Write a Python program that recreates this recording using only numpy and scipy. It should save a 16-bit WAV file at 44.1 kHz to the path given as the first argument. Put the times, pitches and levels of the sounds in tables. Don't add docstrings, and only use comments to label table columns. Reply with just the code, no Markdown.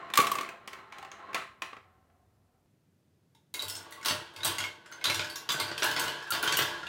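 import sys
import numpy as np
from scipy import signal
from scipy.fft import rfft, irfft
from scipy.io import wavfile
from scipy.ndimage import uniform_filter1d

SR = 44100
rng = np.random.default_rng(int(sys.argv[2]) if len(sys.argv) > 2 else 0)


def generate_wav(signal):
    frames = np.transpose(np.atleast_2d(signal))
    scaled = np.clip(frames, -1, 1) * 32767
    pcm = np.round(scaled).astype(np.int16)
    wavfile.write(sys.argv[1], SR, pcm)


N = 303408
SCENE_CHANGE_S = 2.66


def gain_of(db):
    return 10 ** (np.asarray(db) / 20)


def evened(x):
    return x / np.sqrt(np.mean(x ** 2, -1, keepdims=True) + 1e-20)


def read(points, hz):
    point_hz, value = np.transpose(points)
    return np.interp(np.log(hz + 1), np.log(point_hz + 1), value)


def octaves(hz):
    return np.log2(np.maximum(hz, 500) / 2000)


def shaped(x, gain):
    hz, s, z = signal.stft(x, SR, nperseg=512, noverlap=384)
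    filtered = signal.istft(z * gain(hz[:, None], s), SR, nperseg=512, noverlap=384)[1]
    return filtered[..., :x.shape[-1]]


def room(x, onset_s):
    # hz [Hz], t60_s [s]
    decay_times = [(100, 0.34), (300, 0.17), (800, 0.23), (2000, 0.34), (5000, 0.28), (10000, .3),
                   (16000, .25)]
    taps = np.zeros((len(x), SR))
    at = np.arange(150, SR - 20, 20) + rng.integers(0, 20, (len(x), (SR - 151) // 20))
    np.put_along_axis(taps, at, rng.choice([-1., 1.], at.shape), 1)
    tail = shaped(taps, lambda hz, s: gain_of(-60 * s / read(decay_times, hz)))
    tail *= 1 - np.exp(-np.arange(SR) / SR / onset_s)
    tail /= np.linalg.norm(tail, axis=1, keepdims=True)
    return signal.fftconvolve(x, tail, axes=1)[:, :N].sum(0)


def struck(rows, sounds):
    places = np.zeros((4, N + sounds.shape[1]))
    for k, (row, hit) in enumerate(zip(rows, sounds)):
        start = round(row[0] * SR)
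        places[k % 4, start:start + len(hit)] += hit
    return places[:, :N]


def air():
    # hz [Hz], gain_db [dB]
    colours = [
        [(12, -60), (20, -33.5), (86, -2), (147, -10), (273, -14), (314, -17), (599, -19.5), (729, -22),
         (2310, -35), (15200, -41), (16500, -57.5)],
        [(12, -53), (20, -31), (65, -23), (86, 3), (117, 0), (151, 3), (265, -7.5), (314, -7.5), (1020, -23.5),
         (15200, -36), (16500, -53)],
    ]
    levels = [-69.5, -69]
    bins = np.fft.rfftfreq(N, 1 / SR)
    quiets = []
    for colour, level_db in zip(colours, levels):
        noise = rng.standard_normal(N)
        coloured = irfft(rfft(noise) * gain_of(read(colour, bins)), N)
        quiets.append(gain_of(level_db) * evened(coloured))
    return np.where(np.arange(N) < SCENE_CHANGE_S * SR, quiets[0], quiets[1])


def rolling(rows, skitters, effort, modes, body, bumps_per_s, spread_db, modes_db, wall_width_hz, room_db):
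    s, level_db, wall_hz, wall_db = np.transpose(rows)
    t = np.arange(N) / SR
    steady = gain_of(np.interp(t, s, level_db))
    power = steady ** 2
    for start_s, start_db, fade in skitters:
        since = np.maximum(t - start_s, 0)
        power += gain_of(2 * (start_db - fade * since)) * (t >= start_s)

    steady_tilt, skitter_tilt, tilt_per_db = effort
    tilt_db = skitter_tilt + (steady_tilt - skitter_tilt) * steady ** 2 / power
    tilt_db += tilt_per_db * (10 * np.log10(power) + 50)

    bumps = rng.standard_normal(N) * (rng.random(N) < bumps_per_s / SR)
    bumps *= gain_of(spread_db * np.minimum(rng.exponential(1, N), 4))

    bins, z = np.fft.rfftfreq(N, 1 / SR), rfft(bumps)
    ring = 0
    for k, (hz, width, db) in enumerate(modes):
        ring = ring + (-1) ** k * gain_of(db) * width / (width + 2j * (bins - hz))
    hum = gain_of(modes_db) * evened(irfft(z * ring, N))
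    hum += evened(irfft(z * gain_of(read(body, bins)), N))
    hum = shaped(evened(hum), lambda hz, at: gain_of(np.interp(at, t, tilt_db) * octaves(hz)))

    turn = np.exp(2j * np.pi * np.cumsum(np.interp(t, s, wall_hz)) / SR)
    r = np.exp(-np.pi * wall_width_hz / SR)
    wall = (turn * signal.lfilter([1], [1, -2 * r, r * r], bumps / turn)).real

    hum = hum * np.sqrt(power) + steady * gain_of(np.interp(t, s, wall_db)) * evened(wall)
    hum *= (t >= s[0]) * (t <= s[-1])
    return hum + gain_of(room_db) * room(hum[None], onset_s=0.0051)


def knocks(rows, modes, body, crack_s, crack_db, tick_db, scatter_db, wall_cycles, room_db, onset_s):
    s, peak_db, wall_hz, wall_db, tilt_db = np.transpose(rows)[:, :, None]
    hz, width, db = np.transpose(modes)
    t = np.arange(16384) / SR
    draws = rng.standard_normal((len(rows), len(t) + len(hz) + 40))
    noise, spot, lumps = np.split(draws, [len(t), len(t) + len(hz)], axis=1)

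    share = gain_of(db + tilt_db * octaves(hz) + scatter_db * spot)
    fading = np.sqrt(width[:, None]) * np.exp(-np.pi * width[:, None] * t)
    ring = share @ (fading * np.sin(2 * np.pi * hz[:, None] * t))

    bins = np.fft.rfftfreq(len(t), 1 / SR)
    lumps = np.repeat(lumps, 205, axis=1)[:, :len(bins)] * (bins > 1500)
    uneven_db = .65 * scatter_db * uniform_filter1d(lumps, 120, axis=1)
    colour_db = read(body, bins) + tilt_db * octaves(bins) + uneven_db
    crack = irfft(rfft(noise) * gain_of(colour_db))
    crack *= np.exp(-t / crack_s) + 0.033 * np.exp(-t / (4 * crack_s))

    tick = np.diff(noise, prepend=0) * np.exp(-t / 0.0016)
    sound = evened(ring) + gain_of(crack_db) * evened(crack)
    sound += gain_of(tick_db + 2.6 * tilt_db) * evened(tick)

    rise, cycles, growth = wall_cycles
    turns = wall_hz * t
    dying = np.exp(-turns / cycles / gain_of(growth * octaves(wall_hz)))
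    swelling = (1 - np.exp(-turns / rise)) ** 2
    sound += gain_of(wall_db) * evened(np.sin(2 * np.pi * turns) * dying * swelling)

    sound *= 1 - np.exp(-t / 0.00074)
    sound *= gain_of(peak_db) / abs(sound).max(1, keepdims=True)
    places = struck(rows, sound)
    return places.sum(0) + gain_of(room_db) * room(places, onset_s)


def shakes(rows, thud_hz, width_hz):
    t = np.arange(16384) / SR
    swing = np.sin(2 * np.pi * thud_hz * t) * np.exp(-np.pi * width_hz * t)
    swing *= 1 - np.exp(-t / 0.063)
    strength = gain_of(np.transpose(rows)[1])[:, None]
    return struck(rows, strength * swing).sum(0)


def tray():
    # start_s [s], level_db before tilting [dB], wall pitch_hz under the ball [Hz], wall ring_db [dB]
    roll = [(0, -49, 1070, -7), (.134, -54.5, 1200, -4.5), (.22, -38, 1150, -14.5), (.47, -50.5, 1150, -1),
            (.64, -61.5, 1085, -30), (.788, -57, 890, -15), (.87, -63, 890, -5.5), (1.018, -56.5, 800, 0),
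            (1.122, -60.5, 790, -1.5), (1.2, -56.5, 790, -2), (1.24, -56, 1090, -1.5),
            (1.33, -53.5, 1100, -4.5), (1.5, -68.5, 1067, -4), (1.8, -76, 1050, -10), (1.84, -72, 743, 2.5),
            (2.05, -80.5, 730, 4), (2.2, -85, 725, 14), (2.44, -92, 738, 2), (2.56, -89, 740, 15),
            (2.64, -98, 740, 4)]
    # start_s [s], level_db before tilting [dB], fade [dB per s]
    skitters = [(.676, -52.5, 57), (.924, -52, 60), (1.117, -53.5, 72), (1.346, -33, 182),
                (1.619, -45, 137)]
    # start_s [s], peak_db before echoes [dB], struck wall pitch_hz [Hz], wall share_db [dB],
    # hardness as tilt_db [dB per octave]
    hits = [(.089, -42, 1070, 9, -3.5), (.101, -31, 1160, -2, -3), (.137, -16, 3600, -2, 1.5),
            (.155, -18, 4070, -4.5, 3), (.174, -5.5, 1136, 3.5, 5.5), (.186, -11.5, 1150, 4, -6),
            (.201, -12.5, 1135, 0, 1), (.215, -21, 1190, -5.5, 5.5), (.245, -23.5, 1140, -9, 0),
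            (.254, -33, 2400, -1, 7), (.269, -16.5, 1155, 4.5, 2), (.316, -16, 1123, 8, 5),
            (0.353, -22, 1150, 7, 3.5), (.385, -20.5, 1090, 1, -1.5), (.41, -24.5, 1150, 3, 2),
            (0.431, -30.5, 1140, 4, -2), (.447, -33, 1120, -3, -4), (.463, -36, 1140, 1, -4),
            (0.477, -51, 1160, 1, -11), (.489, -30, 2490, 1, 0), (.526, -52, 1056, -14, -5),
            (.675, -30.5, 3000, -11, 0), (.731, -33, 1900, -6, 0.5), (.788, -43, 1330, -8, -4.5),
            (.923, -34, 1105, -11, -2.5), (.983, -34, 760, -7, 0), (1.026, -36, 813, 4, -1),
            (1.048, -36.5, 810, 1, -2.5), (1.116, -31.5, 6400, 0, -1.8), (1.19, -45, 802, 20, 0),
            (1.331, -32.5, 1135, -6, -2), (1.345, -15.5, 2643, -1.5, 0), (1.353, -23, 1080, 5, -1),
            (1.62, -22, 2520, -1, -1), (1.73, -34.5, 1115, 3, -5.5), (1.766, -37, 1324, -6, -6),
            (2.099, -62, 740, 1, -5)]
    # pitch_hz [Hz], width_hz [Hz], level_db [dB]
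    modes = [(374, 18, -14), (511, 95, -10.5), (678.7, 31, -8), (782, 35, -6), (890, 20, -5.5),
             (980, 74, -8.5), (1057, 25, 3), (1150, 38, 1), (1327, 88, -2), (1593, 78, -1),
             (1820, 320, -12.5), (2364, 150, -4.5), (3000, 140, -17.5), (3433, 120, -8), (4087, 110, -10.5),
             (5085, 41, -24.5), (7560, 150, -29.5), (8650, 92, -27)]
    # hz [Hz], gain_db [dB]
    body = [(35, -74), (60, -34), (308, -18.5), (785, -19), (1170, -11.5), (1470, -14.5), (2190, -8.5),
            (4970, -21.5), (5460, -23.5), (6900, -23.5), (8710, -27.5), (14200, -39), (16000, -33)]
    # tilt of steady rolling and of skittering at -50 dB [dB per octave], then change per dB of level
    sound = rolling(roll, skitters, effort=(-7, -3.2, .03), modes=modes, body=body, bumps_per_s=5000,
                    spread_db=1.7, modes_db=1.2, wall_width_hz=60, room_db=-5)
    sound += knocks(hits, modes, body, crack_s=0.0057, crack_db=2.7, tick_db=-16, scatter_db=1.4,
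                    wall_cycles=(2.8, 4.2, .1), room_db=-6.0, onset_s=0.0053)
    jolts = [(row[0], 1.2 * row[1] - 31.5) for row in hits]
    return sound + shakes(jolts, thud_hz=210, width_hz=140)


def tower():
    # start_s [s], level_db before tilting [dB], wall pitch_hz under the ball [Hz], wall ring_db [dB]
    roll = [(3.54, -49.5, 1100, -22), (3.9, -54, 1086, -2.5), (4.0, -55, 1100, 2), (4.3, -77, 1100, -3),
            (4.38, -50.5, 1517, -5), (4.8, -65, 1540, -0.5), (5.03, -52, 1510, -3), (5.35, -54, 1570, 1.5),
            (5.47, -55.5, 1480, -21), (5.6, -37.5, 1500, -11), (5.78, -47.5, 1570, -11),
            (5.86, -43, 1634, 7.5), (6.05, -37.5, 1630, -16), (6.3, -59, 1670, 7), (6.5, -43, 1510, -1),
            (6.62, -37.5, 1630, -5.5), (6.88, -57.5, 1660, 4.5)]
    # start_s [s], level_db before tilting [dB], fade [dB per s]
    skitters = [(3.54, -58, 90), (4.051, -34.5, 80), (4.449, -31.5, 110), (4.599, -42, 105),
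                (5.051, -34, 60), (5.6, -55, 81), (5.841, -32, 99), (5.971, -37, 41.5), (6.332, -32.5, 119),
                (6.429, -32.5, 44.7), (6.588, -33, 94)]
    # start_s [s], peak_db before echoes [dB], struck wall pitch_hz [Hz], wall share_db [dB],
    # hardness as tilt_db [dB per octave]
    hits = [(3.349, -53.5, 900, 5, 2), (3.54, -25, 3830, 1, 7.5), (3.544, -29.5, 2134, 8, -0.5),
            (3.593, -23, 3894, 17, 4), (3.601, -28.5, 3820, 8, -0.5), (3.622, -23.5, 7680, 0, 6),
            (3.63, -34.5, 1080, 7, -12), (3.682, -25.5, 1460, -15, 8), (3.691, -31.5, 8000, 11, 9),
            (3.698, -25.5, 5240, 6, 5.5), (3.752, -30, 5320, 5, 4), (3.765, -33.5, 8230, 6, 1),
            (3.909, -40.5, 4120, -10, 11), (3.923, -33, 1960, 6, 2), (4.012, -42, 2180, 12, 1),
            (4.029, -36, 1490, 4, -2), (4.048, -23, 3960, 4, 4), (4.058, -16, 1114, -6, 2.5),
            (4.083, -16, 2210, -5, -0.3), (4.096, -21, 3800, 3, 1), (4.107, -21, 1860, 1.5, -8.5),
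            (4.337, -51, 1090, -1, 5), (4.362, -31.5, 3700, -9, 0), (4.405, -33, 2160, 3, -4),
            (4.432, -23.5, 3900, 10, -1.5), (4.447, -14.5, 8200, 5, 8.5), (4.452, -14.5, 1102, 0.5, 7),
            (4.464, -24, 4765, 5, -4), (4.583, -20, 2090, 0, -1.5), (4.603, -25.5, 4230, -9, -5.7),
            (4.639, -24, 2180, 6, -3.5), (4.859, -41.5, 1450, 5, -4), (4.915, -40, 1440, 20, 12),
            (4.923, -34.5, 6300, 2, -5), (5.012, -37, 2170, 8, -4), (5.041, -17.5, 4800, -2, -0.5),
            (5.054, -16, 3900, 1, 0), (5.067, -31, 3600, 15, 2), (5.098, -16.5, 2150, -1.5, -3),
            (5.144, -19, 2760, -15, .5), (5.194, -20, 4660, -3.5, -5.5), (5.244, -29, 1676, 6, 0),
            (5.299, -29.5, 4560, 6, 0.5), (5.357, -26.5, 3630, -12, 1.5), (5.49, -19, 4830, 1, -2),
            (5.502, -19.5, 3490, 5.5, -3.5), (5.52, -19, 1440, -3, 6), (5.543, -24.5, 1514, 10, -10),
            (5.599, -17.5, 2132, 0, 0), (5.681, -31, 4680, 11, 0), (5.714, -28, 4610, 2, -8),
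            (5.778, -21.5, 3120, -2, -1), (5.799, -33, 3970, 7, 4), (5.822, -17.5, 1450, -3, -6),
            (5.83, -17, 2870, -0.5, -2), (5.843, -19, 2800, 6, 19), (5.851, -26, 880, 19, -1),
            (5.913, -23, 3010, 6, 4.5), (5.963, -17.5, 1500, -4, -3), (5.995, -19, 4600, -8, 5.5),
            (6.039, -23.5, 1480, 11, 3), (6.08, -24.5, 2960, 7, -1), (6.225, -35.5, 1690, 7, -3),
            (6.273, -33, 1580, 10, -4), (6.305, -18.5, 1400, 6, 8.5), (6.321, -18.5, 2850, -7, -3),
            (6.349, -22, 5040, -1, -5), (6.427, -19.5, 9350, 2, 13), (6.432, -20, 1450, 13.5, -5),
            (6.475, -17, 3170, 5, -2.5), (6.512, -32, 2800, -4, -4), (6.523, -17, 2900, -16, -2),
            (6.57, -13.5, 2910, 5, 10), (6.589, -15, 1325, -1.5, -4.9), (6.62, -22, 1410, 4, 1),
            (6.831, -30, 1400, 5, -8), (6.867, -31.5, 2780, 5, -4)]
    # start_s [s], strength_db of the swing before its slow rise and decay [dB]
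    landings = [(3.64, -33.5), (3.752, -42), (4.1, -31), (4.362, -37.5), (4.464, -31), (4.583, -32),
                (5.067, -31), (5.144, -26.5), (5.602, -32.5), (5.714, -45), (5.851, -37), (6.02, -37),
                (6.321, -56), (6.589, -33)]
    # pitch_hz [Hz], width_hz [Hz], level_db [dB]
    modes = [(316, 87, -11), (608, 6, -3.5), (647.6, 12.4, -6), (895, 42, -2.5), (991, 36, 0.5),
             (1118, 25, 3), (1230, 33, -34), (1461, 31, 7), (1642, 22, 4), (2025, 50, 0), (2773, 11, -2),
             (3200, 220, 5), (3670, 150, -34), (3500, 17, -12), (4474, 96, -2.5), (4520, 64, -3),
             (6570, 60, -15), (8220, 40, -13), (8900, 90, -17), (14600, 200, -23)]
    # hz [Hz], gain_db [dB]
    body = [(100, -12), (170, -6), (218, -31), (312, -10), (503, -17), (656, -8), (735, -40), (872, -40),
            (1210, 0), (1490, 4), (1760, -1), (3630, 7), (16000, -13)]
    sound = rolling(roll, skitters, effort=(-6.5, -5.5, 0.077), modes=modes, body=body, bumps_per_s=8000,
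                    spread_db=0.44, modes_db=0.2, wall_width_hz=133, room_db=-2)
    sound += knocks(hits, modes, body, crack_s=0.0053, crack_db=7.0, tick_db=-20.5, scatter_db=4.8,
                    wall_cycles=(1.1, 14, 4.1), room_db=0.62, onset_s=0.0017)
    return sound + shakes(landings, thud_hz=98.3, width_hz=8.5)


def scene():
    toys = tray() * (np.arange(N) < SCENE_CHANGE_S * SR) + tower()
    bass_cut = signal.butter(5, 72, "high", fs=SR, output="sos")
    return (signal.sosfilt(bass_cut, toys) + air())[None]


def record(dry):
    weak_hz, top_hz = 15850, 16950
    edges = [0, weak_hz, weak_hz + 100, top_hz, top_hz + 100, SR / 2]
    gains = [1, 1, gain_of(-25.5), gain_of(-27.0), 0, 0]
    taps = signal.firwin2(2047, edges, gains, window=("kaiser", 9), fs=SR)
    return signal.oaconvolve(dry, taps[None], "same")


dry = scene()
out = record(dry)
generate_wav(out)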